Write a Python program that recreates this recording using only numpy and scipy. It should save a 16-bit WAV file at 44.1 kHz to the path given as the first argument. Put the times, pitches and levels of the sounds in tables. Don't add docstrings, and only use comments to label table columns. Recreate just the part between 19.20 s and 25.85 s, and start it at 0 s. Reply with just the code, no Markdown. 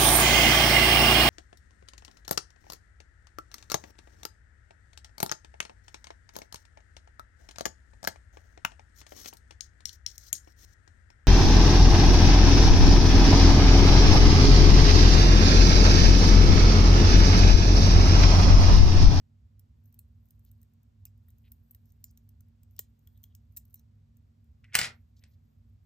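import sys
import numpy as np
from scipy import signal
from scipy.fft import rfft, irfft, next_fast_len
from scipy.io import wavfile
from scipy.ndimage import uniform_filter1d

SR = 44100
rng = np.random.default_rng(int(sys.argv[2]) if len(sys.argv) > 2 else 0)


def to_wav(s):
    ch = np.atleast_2d(s).T
    pcm = np.round(np.clip(ch, -1, 1) * 32767)
    wavfile.write(sys.argv[1], SR, pcm.astype(np.int16))


def to_linear_factor(level_db):
    exponent = np.asarray(level_db, float) / 20
    return 10 ** exponent


N = 293265

# frequency in Hz, level in dB per Hz.
TIP_TREBLE = [(5000, -51), (7800, -10), (8800, -5.5), (10000, -9), (12000, -8), (13800, 4), (15200, -7.5),
              (16200, -24.5)]


def ticks():
    # start in seconds, peak in dB, body minus bright in dB, body ring in Hz.
    firm_slips = [(0.394, -50, -14, 5360), (0.7426, -47.5, -17.5, 8660), (0.7904, -40, -17.5, 4240),
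                  (1.1065, -49, -9.5, 8400), (1.249, -50, -18, 8450), (1.314, -51.5, -18.5, 3800),
                  (1.429, -52.5, -12.5, 8060), (1.8528, -33.5, -14, 7400), (2.0843, -56.5, -18, 7080),
                  (2.3183, -39, -18, 8300), (2.509, -43.5, -20.5, 8100), (2.5471, -44, -11.5, 8550),
                  (2.8405, -34.5, -7.5, 7060), (2.9738, -50, -5.5, 5800), (3.0897, -51.5, -13.5, 6100),
                  (3.2061, -51, -14, 6150), (3.4322, -54, -7, 7460), (3.564, -54, -8, 5560),
                  (3.5907, -23.5, -8.5, 7300), (3.5954, -39, -9.5, 5340), (3.8726, -47.5, -11, 3300),
                  (4.0383, -40, -9, 3360), (4.1497, -43.5, -9, 6060), (4.3641, -40, -16, 6400),
                  (4.369, -31, -14, 7300), (4.3726, -30, -17.5, 6270), (4.3769, -36.5, -10, 8200),
                  (4.542, -34, -26, 8350), (4.5565, -47, -15, 6300), (4.594, -54, -10.5, 8200)]
    # start in seconds, peak in dB.
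    touches = [(0.6389, -71), (0.656, -58.5), (0.725, -57), (1.055, -65), (1.086, -62.5), (1.1933, -62),
               (1.415, -56.5), (1.535, -64), (1.6307, -64), (1.9764, -67), (2.103, -55.5), (2.183, -60),
               (2.656, -59), (2.7028, -65), (2.7204, -57.5), (2.91, -57), (3.2839, -67), (3.509, -63),
               (3.7913, -62), (3.9752, -57.5), (4.032, -49), (4.3221, -64), (4.452, -56), (4.4804, -68),
               (4.5062, -64), (4.529, -64), (4.969, -59.5), (5.2425, -69.5)]
    # frequency in Hz, width in Hz, level in dB.
    part_modes = [(3250, 310, -13), (4150, 250, -5), (5200, 160, -7.5), (6400, 1700, 17.5),
                  (7270, 760, -15), (8100, 260, -21.5)]
    # start in seconds, peak in dB.
    holder_knocks = [
        (1.43, -78),
        (1.8528, -75),
        (2.0824, -73),
        (2.5484, -73),
        (3.207, -77),
        (3.5906, -54.5),
        (3.8726, -75),
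        (4.368, -59.5),
    ]
    # frequency in Hz, level in dB, t60 in seconds.
    holder_modes = [(1872, -8.5, 0.031), (1440, -13.5, 0.018), (708, -19, 0.0029), (380, -20.5, 0.01294)]
    touch_body_db, touch_ring_hz = -13.5, 6200
    size, skid_s = 1024, 0.0031

    out = np.zeros(N)
    u = np.arange(size) / SR / skid_s
    slips = rng.standard_normal((80, size)) * np.minimum(u * 3, 1) * np.exp(-u ** 2)
    spot_db = 1.8 * rng.standard_normal((80, len(part_modes)))
    small = signal.butter(4, 2500, "high", fs=SR)
    rows = firm_slips + [(s, db, touch_body_db, touch_ring_hz) for s, db in touches]
    for (s, db, body_db, body_hz), slip, spot in zip(rows, slips, spot_db):
        modes = [(hz, mode_db + lift, 2.4 / width) for (hz, width, mode_db), lift in zip(part_modes, spot)]
        own = ring([(body_hz, 0, 0.011)], size)
        body = peaked(ring(modes, size)) + 0.44 * own
        part = signal.lfilter(*small, signal.fftconvolve(slip, body)[:size])
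        fizz = peaked(colour(slip, TIP_TREBLE))
        add(out, s, to_linear_factor(db) * (fizz + to_linear_factor(body_db) * peaked(part)))
    for (s, db), slip in zip(holder_knocks, slips[::-1]):
        knock = signal.fftconvolve(slip, ring(holder_modes, size))[:size]
        add(out, s, to_linear_factor(db) * peaked(knock))
    return out


def drop():
    # start in seconds, peak
    # in dB, treble in dB, thud in dB.
    bounces = [(5.443, -55.5, -42, -41), (5.534, -44, -26.5, -41), (5.5447, -23.5, -13.5, -39),
               (5.552, -7.5, 0, -30.5), (5.5534, -10, -8, -29.5), (5.589, -10.5, -6, -26.5),
               (5.614, -14, -26, -22.5), (5.631, -25, -30.5, -20.5), (5.645, -25.5, -35.5, -27),
               (5.654, -31, -34, -24.5), (6.0377, -46, -11, -33)]
    # time in seconds, level in dB.
    chatter = [
        (5.533, -57.5),
        (5.554, -21.5),
        (5.579, -39),
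        (5.592, -23.5),
        (5.597, -31.5),
        (5.649, -28),
        (5.76, -83),
    ]
    # frequency in Hz, level in dB per Hz.
    crack = [(200, -40), (350, -12), (700, -11.5), (1050, -12.5), (1430, 0.5), (1690, -6), (2100, 3.5),
             (2900, -4.5), (4600, -3.5), (5200, -1), (6200, -6.5), (8500, -7), (11500, -11), (12500, -29.5),
             (16000, -48.5)]
    # frequency in Hz, level in dB per Hz.
    snap_colour = [(5500, -61), (7500, -8), (8500, 8.5), (11000, -8.5), (14000, -10), (16300, -17.5)]
    # frequency in Hz, level in dB, t60 in seconds.
    steel_modes = [(2130, -1, 0.069), (3470, -9, 0.24), (5200, -6, 0.091), (6520, -5.5, 0.11),
                   (7530, -2.5, 0.26), (8800, -6.5, .2), (11150, -14, 0.11), (13000, -10.5, 0.067),
                   (14300, -9.5, .15), (14350, -18.5, .15), (14700, -4, .1), (15400, -15.5, .12)]
    # frequency in Hz, level in dB, t60 in seconds.
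    bench_modes = [
        (79, -4.5, 0.12),
        (122, -2.5, 0.17),
        (179, 6.5, 0.057),
        (247, -17.5, .05),
    ]

    size = 8000
    snaps, bench, t = np.zeros(N), np.zeros(N), np.arange(size) / SR
    chance = rng.standard_normal((16, size))
    for (s, db, treble_db, thud_db), noise in zip(bounces, chance):
        blow = noise * np.minimum(t / 4e-4, 1) * to_linear_factor(-60 * t / 0.016)
        snap = peaked(colour(noise[::-1] * to_linear_factor(-60 * t / 0.0064), snap_colour))
        steel = peaked(signal.fftconvolve(blow[:40], ring(steel_modes, size))[:size])
        steel *= to_linear_factor(-6 * ((s + t - 5.55) / 0.12) ** 6)
        thud = peaked(ring(bench_modes, size)) * to_linear_factor(thud_db)
        add(snaps, s, to_linear_factor(db + treble_db) * (snap + to_linear_factor(-12.5) * steel))
        add(bench, s, to_linear_factor(db) * (peaked(colour(blow, crack)) + thud))
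    s, db = np.transpose(chatter)
    level = to_linear_factor(np.interp(np.arange(N) / SR, s, db, -140, -140) - 5)
    return snaps, bench + colour(grit(9000, spread_db=2.0), crack) * level


def rubbing():
    # time in seconds, fizz in dB.
    pressure = [(0.0, -102), (0.49, -101), (1.28, -89), (1.62, -100), (1.85, -101), (2.26, -86),
                (2.77, -90.5), (3.4, -102), (3.73, -90), (4.0, -88), (4.16, -97.5), (4.48, -90.5),
                (4.6, -102), (5.4, -97.5)]
    s, fizz_db = np.transpose(pressure)
    clumps = wander(rng.standard_normal(N), 500)
    level_db = np.interp(np.arange(N) / SR, s, fizz_db) + 3.1 * clumps
    return colour(grit(3700, spread_db=2.0), TIP_TREBLE) * to_linear_factor(level_db)


def scuffs():
    # start in seconds, length in seconds, level in dB rms,
    # centre in Hz, width in octaves.
    short_scuffs = [(1.853, 0.038, -82.5, 5300, 0.14), (3.592, 0.0072, -60.5, 330, 0.8),
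                    (3.591, 0.0026, -58, 1280, 0.95), (3.582, 0.0045, -65, 4400, .6),
                    (0.784, 0.015, -79.5, 2600, 0.086), (1.851, 0.0062, -79, 1520, 0.22),
                    (1.248, 0.057, -85.5, 4660, 0.75), (1.85, 0.029, -84, 2480, 0.19),
                    (2.08, 0.038, -92, 3820, 0.29), (2.232, 0.065, -79.5, 2650, 0.64),
                    (2.646, 0.078, -89, 5540, 0.55), (2.854, 0.071, -81, 5700, 0.31),
                    (3.937, 0.053, -89, 3500, 0.21), (4.095, 0.038, -88.5, 3280, .2),
                    (4.541, 0.078, -81.5, 6000, 0.16), (4.544, 0.068, -91, 4060, .08),
                    (5.436, 0.026, -65.5, 2180, 0.51), (5.444, 0.095, -79, 2020, 0.37),
                    (5.508, 0.089, -63.5, 2100, 0.66), (5.723, 0.11, -88, 2200, 0.23),
                    (5.959, 0.045, -78, 5200, 0.63), (6.005, 0.078, -81.5, 2410, 0.65),
                    (6.103, 0.056, -85.5, 4820, 0.56)]
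    # start in
    # seconds, length in seconds, level in dB rms.
    fine_strokes = [(.63, .086, -80), (1.018, 0.061, -86), (1.22, 0.093, -82), (2.048, .071, -92),
                    (2.42, 0.047, -84), (2.509, 0.008, -51.5), (2.515, .035, -76), (2.642, 0.069, -81),
                    (3.5, 0.071, -84), (3.91, 0.15, -86), (4.274, 0.086, -90), (4.463, .12, -82),
                    (5.703, 0.16, -88.5), (5.96, .093, -83), (6.055, 0.11, -84), (6.189, .2, -94)]
    stroke_hz, stroke_octaves, catch_db = 13450, 0.12, 3.2

    out, rough = np.zeros(N), grit(14000, spread_db=0.5)
    rough = evened(rough * to_linear_factor(catch_db * wander(rough[::-1], 120)))
    rows = short_scuffs + [(*row, stroke_hz, stroke_octaves) for row in fine_strokes]
    for s, length_s, db, hz, octaves in rows:
        stroke = evened(rough[round(s * SR):][:round(length_s * SR)])
        near, far = 2 ** octaves, 8 ** octaves
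        band = [(hz / far, -54), (hz / near, -6), (hz, 0), (hz * near, -6), (hz * far, -54)]
        add(out, s, to_linear_factor(db) * colour(stroke * signal.windows.tukey(len(stroke), 0.6), band))
    return out


def room(x):
    # frequency in Hz, t60 in seconds.
    decay = [
        (300, 0.87),
        (2000, 0.298),
        (6000, 0.16),
        (14000, 0.083),
    ]
    hold_s = 0.07
    taps = np.zeros((2, 16000))
    at = np.arange(160, 15960, 10) + rng.integers(0, 10, (2, 1580))
    np.put_along_axis(taps, at, rng.choice([-1., 1.], at.shape), 1)
    hz, t, z = signal.stft(taps, SR, nperseg=128)
    fade_db = -60 * t / read(decay, hz)[:, None] - 2 * (t / hold_s) ** 4
    tail = signal.istft(z * to_linear_factor(fade_db), SR, nperseg=128)[1]
    return signal.fftconvolve(x[None], tail / np.linalg.norm(tail[0]), axes=1)[:, :N]


def hum():
    # frequency in Hz, level in dB per Hz.
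    mid_colour = [(30, -51.5), (45, -13.5), (62, -2.5), (103, -2), (124, -16), (197, -23), (232, -16.5),
                  (296, -33.5), (831, -46), (8000, -55.5), (9000, -72), (11400, -72.5), (13400, -57),
                  (15000, -81)]
    # frequency in Hz, level in dB per Hz.
    side_colour = [(25, -41.5), (97, -8.5), (232, -13), (300, -21.5), (669, -22.5), (2150, -39),
                   (5000, -40.5), (6200, -50), (7500, -43), (13500, -42.5), (15000, -65.5)]
    # frequency in Hz, level in dB rms.
    steady_tones = [
        (60, -67.5),
        (100, -63),
        (143, -75),
        (231, -73),
        (246, -87),
    ]
    # frequency in Hz, left minus right in dB.
    balance = [(60, -1.0), (180, -2.5), (550, 0.5), (1650, 1), (4970, -1), (15000, 3.5)]
    mid_db, side_db = -58.5, -74.5

    frames, hz = N // 1024 + 6, np.fft.rfftfreq(4096, 1 / SR)
    a, b = rng.standard_normal((2, 2, frames, 2049)).transpose(0, 1, 3, 2)
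    shape = to_linear_factor(np.array([read(mid_colour, hz), read(side_colour, hz)]))
    shape *= to_linear_factor(np.array([[mid_db], [side_db]])) / np.linalg.norm(shape, axis=1, keepdims=True)
    swell_db = draught(np.arange(frames) * 1024 / SR)
    mid, side = (a + 1j * b) * shape[:, :, None] * to_linear_factor(swell_db * (hz[:, None] < 130))
    lean = to_linear_factor(read(balance, hz) / 2)[:, None]
    both = np.array([(mid + side) * lean, (mid - side) / lean])
    out = signal.istft(both, nperseg=4096, noverlap=3072)[1][:, :N]
    t = np.arange(N) / SR
    for hz, db in steady_tones:
        drift = wander(rng.standard_normal(N), 6000)
        level_db = db + 1.4 * drift + (hz < 130) * 0.35 * draught(t)
        tone = np.sqrt(2) * to_linear_factor(level_db) * np.sin(2 * np.pi * (hz * t + rng.random()))
        out = out + tone * to_linear_factor(read(balance, hz) / 2 * np.array([[1], [-1]]))
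    return out


def draught(t):
    # time in seconds, depth in dB.
    sags = [(0.051, 6), (.62, 1), (1.11, 6), (1.52, 15.5), (2.502, 14), (3.002, 7), (3.361, 7.5),
            (3.78, 19.5), (4.57, 6.5), (5.15, 13.5), (5.91, 7.5), (6.32, 17.5)]
    lull_s, lift_db = 0.05, 1.5
    return lift_db - sum(db * np.exp(-((t - s) / lull_s) ** 2) for s, db in sags)


def ports(x, lag):
    size = next_fast_len(N + 999)
    turn = np.exp(.5j * read(lag, np.fft.rfftfreq(size, 1 / SR)))
    return irfft(rfft(x, size) * np.array([turn, 1 / turn]), size)[:, :N]


def diffuse(x):
    # frequency in Hz, gain in dB.
    sum_gain = [(100, 2), (8300, 0.5), (9200, -25), (11000, -23.5), (11900, -1), (15300, -3), (16200, -14)]
    # frequency in Hz, gain in dB.
    difference_gain = [(100, -20.5), (500, 0.5), (1300, -3.5), (2500, -0.5), (5000, -2), (6000, -9),
                       (7500, -1.5), (12800, 1.5), (14500, -13)]
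    size = next_fast_len(N + 999)
    hz = np.fft.rfftfreq(size, 1 / SR)
    left, right = rfft(x, size)
    mid = (left + right) * to_linear_factor(read(sum_gain, hz))
    side = (left - right) * to_linear_factor(read(difference_gain, hz))
    return irfft(np.array([mid + side, mid - side]) / 2, size)[:, :N]


def grit(per_s, spread_db):
    size = to_linear_factor(spread_db * np.minimum(rng.exponential(1, N), 4)) * rng.standard_normal(N)
    return evened(size * (rng.random(N) < per_s / SR))


def ring(modes, size):
    t = np.arange(size) / SR
    return sum(to_linear_factor(db - 60 * t / t60) * np.sin(2 * np.pi * hz * t) for hz, db, t60 in modes)


def colour(x, points):
    gain_db = np.maximum(read(points, abs(np.fft.fftfreq(4096, 1 / SR))), -100)
    log_gain = np.log(to_linear_factor(gain_db))
    taps = np.fft.ifft(np.exp(np.conj(signal.hilbert(log_gain)))).real[:2048]
    return signal.oaconvolve(x, taps / np.linalg.norm(taps))[:len(x)]


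def wander(x, size):
    return evened(uniform_filter1d(uniform_filter1d(x, size), size))


def evened(x):
    return x / np.sqrt(np.mean(x ** 2) + 1e-20)


def peaked(x):
    return x / (abs(x).max() + 1e-20)


def read(points, hz):
    f, value = np.transpose(points)
    return np.interp(np.log(hz + 1), np.log(f + 1), value)


def add(mix, s, sound):
    part = mix[round(s * SR):][:len(sound)]
    part += sound[:len(part)]


def scene():
    # frequency in Hz, left lead in rad.
    near_lag = [(100, -2.5), (3500, 1), (7000, 1.5), (10200, 3), (13500, 8), (16000, 6)]
    # frequency in Hz, left lead in rad.
    far_lag = [(100, 1), (600, 1.7), (1200, 1.9), (2500, 0.7), (4500, 1.9), (7000, 1.6), (10000, 3.5),
               (13000, 5.5), (16000, 6)]
    near, (snaps, bench) = ticks(), drop()
    direct = to_linear_factor(1.0) * ports(near, near_lag) + ports(snaps, far_lag)
    wide = to_linear_factor(3.5) * ports(rubbing() + scuffs(), near_lag)
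    wide = wide + ports(bench, far_lag) * to_linear_factor(np.array([[0.5], [-0.5]]))
    thin = np.diff(near, prepend=0)
    echo = ports(room(thin)[0], near_lag) * to_linear_factor(-12.5)
    echo = echo + room(to_linear_factor(-15) * thin + to_linear_factor(-9.5) * (snaps + bench))
    return direct + diffuse(wide + echo) + hum()


def low_pass(x):
    return signal.sosfilt(signal.butter(12, 16800, fs=SR, output="sos"), x)


def record(dry):
    edge = signal.firwin(255, 16300, fs=SR)[None]
    steady = signal.sosfilt(signal.butter(2, 40, "high", fs=SR, output="sos"), dry)
    return low_pass(signal.oaconvolve(steady, edge, "same"))


dry = scene()
out = record(dry)
to_wav(out)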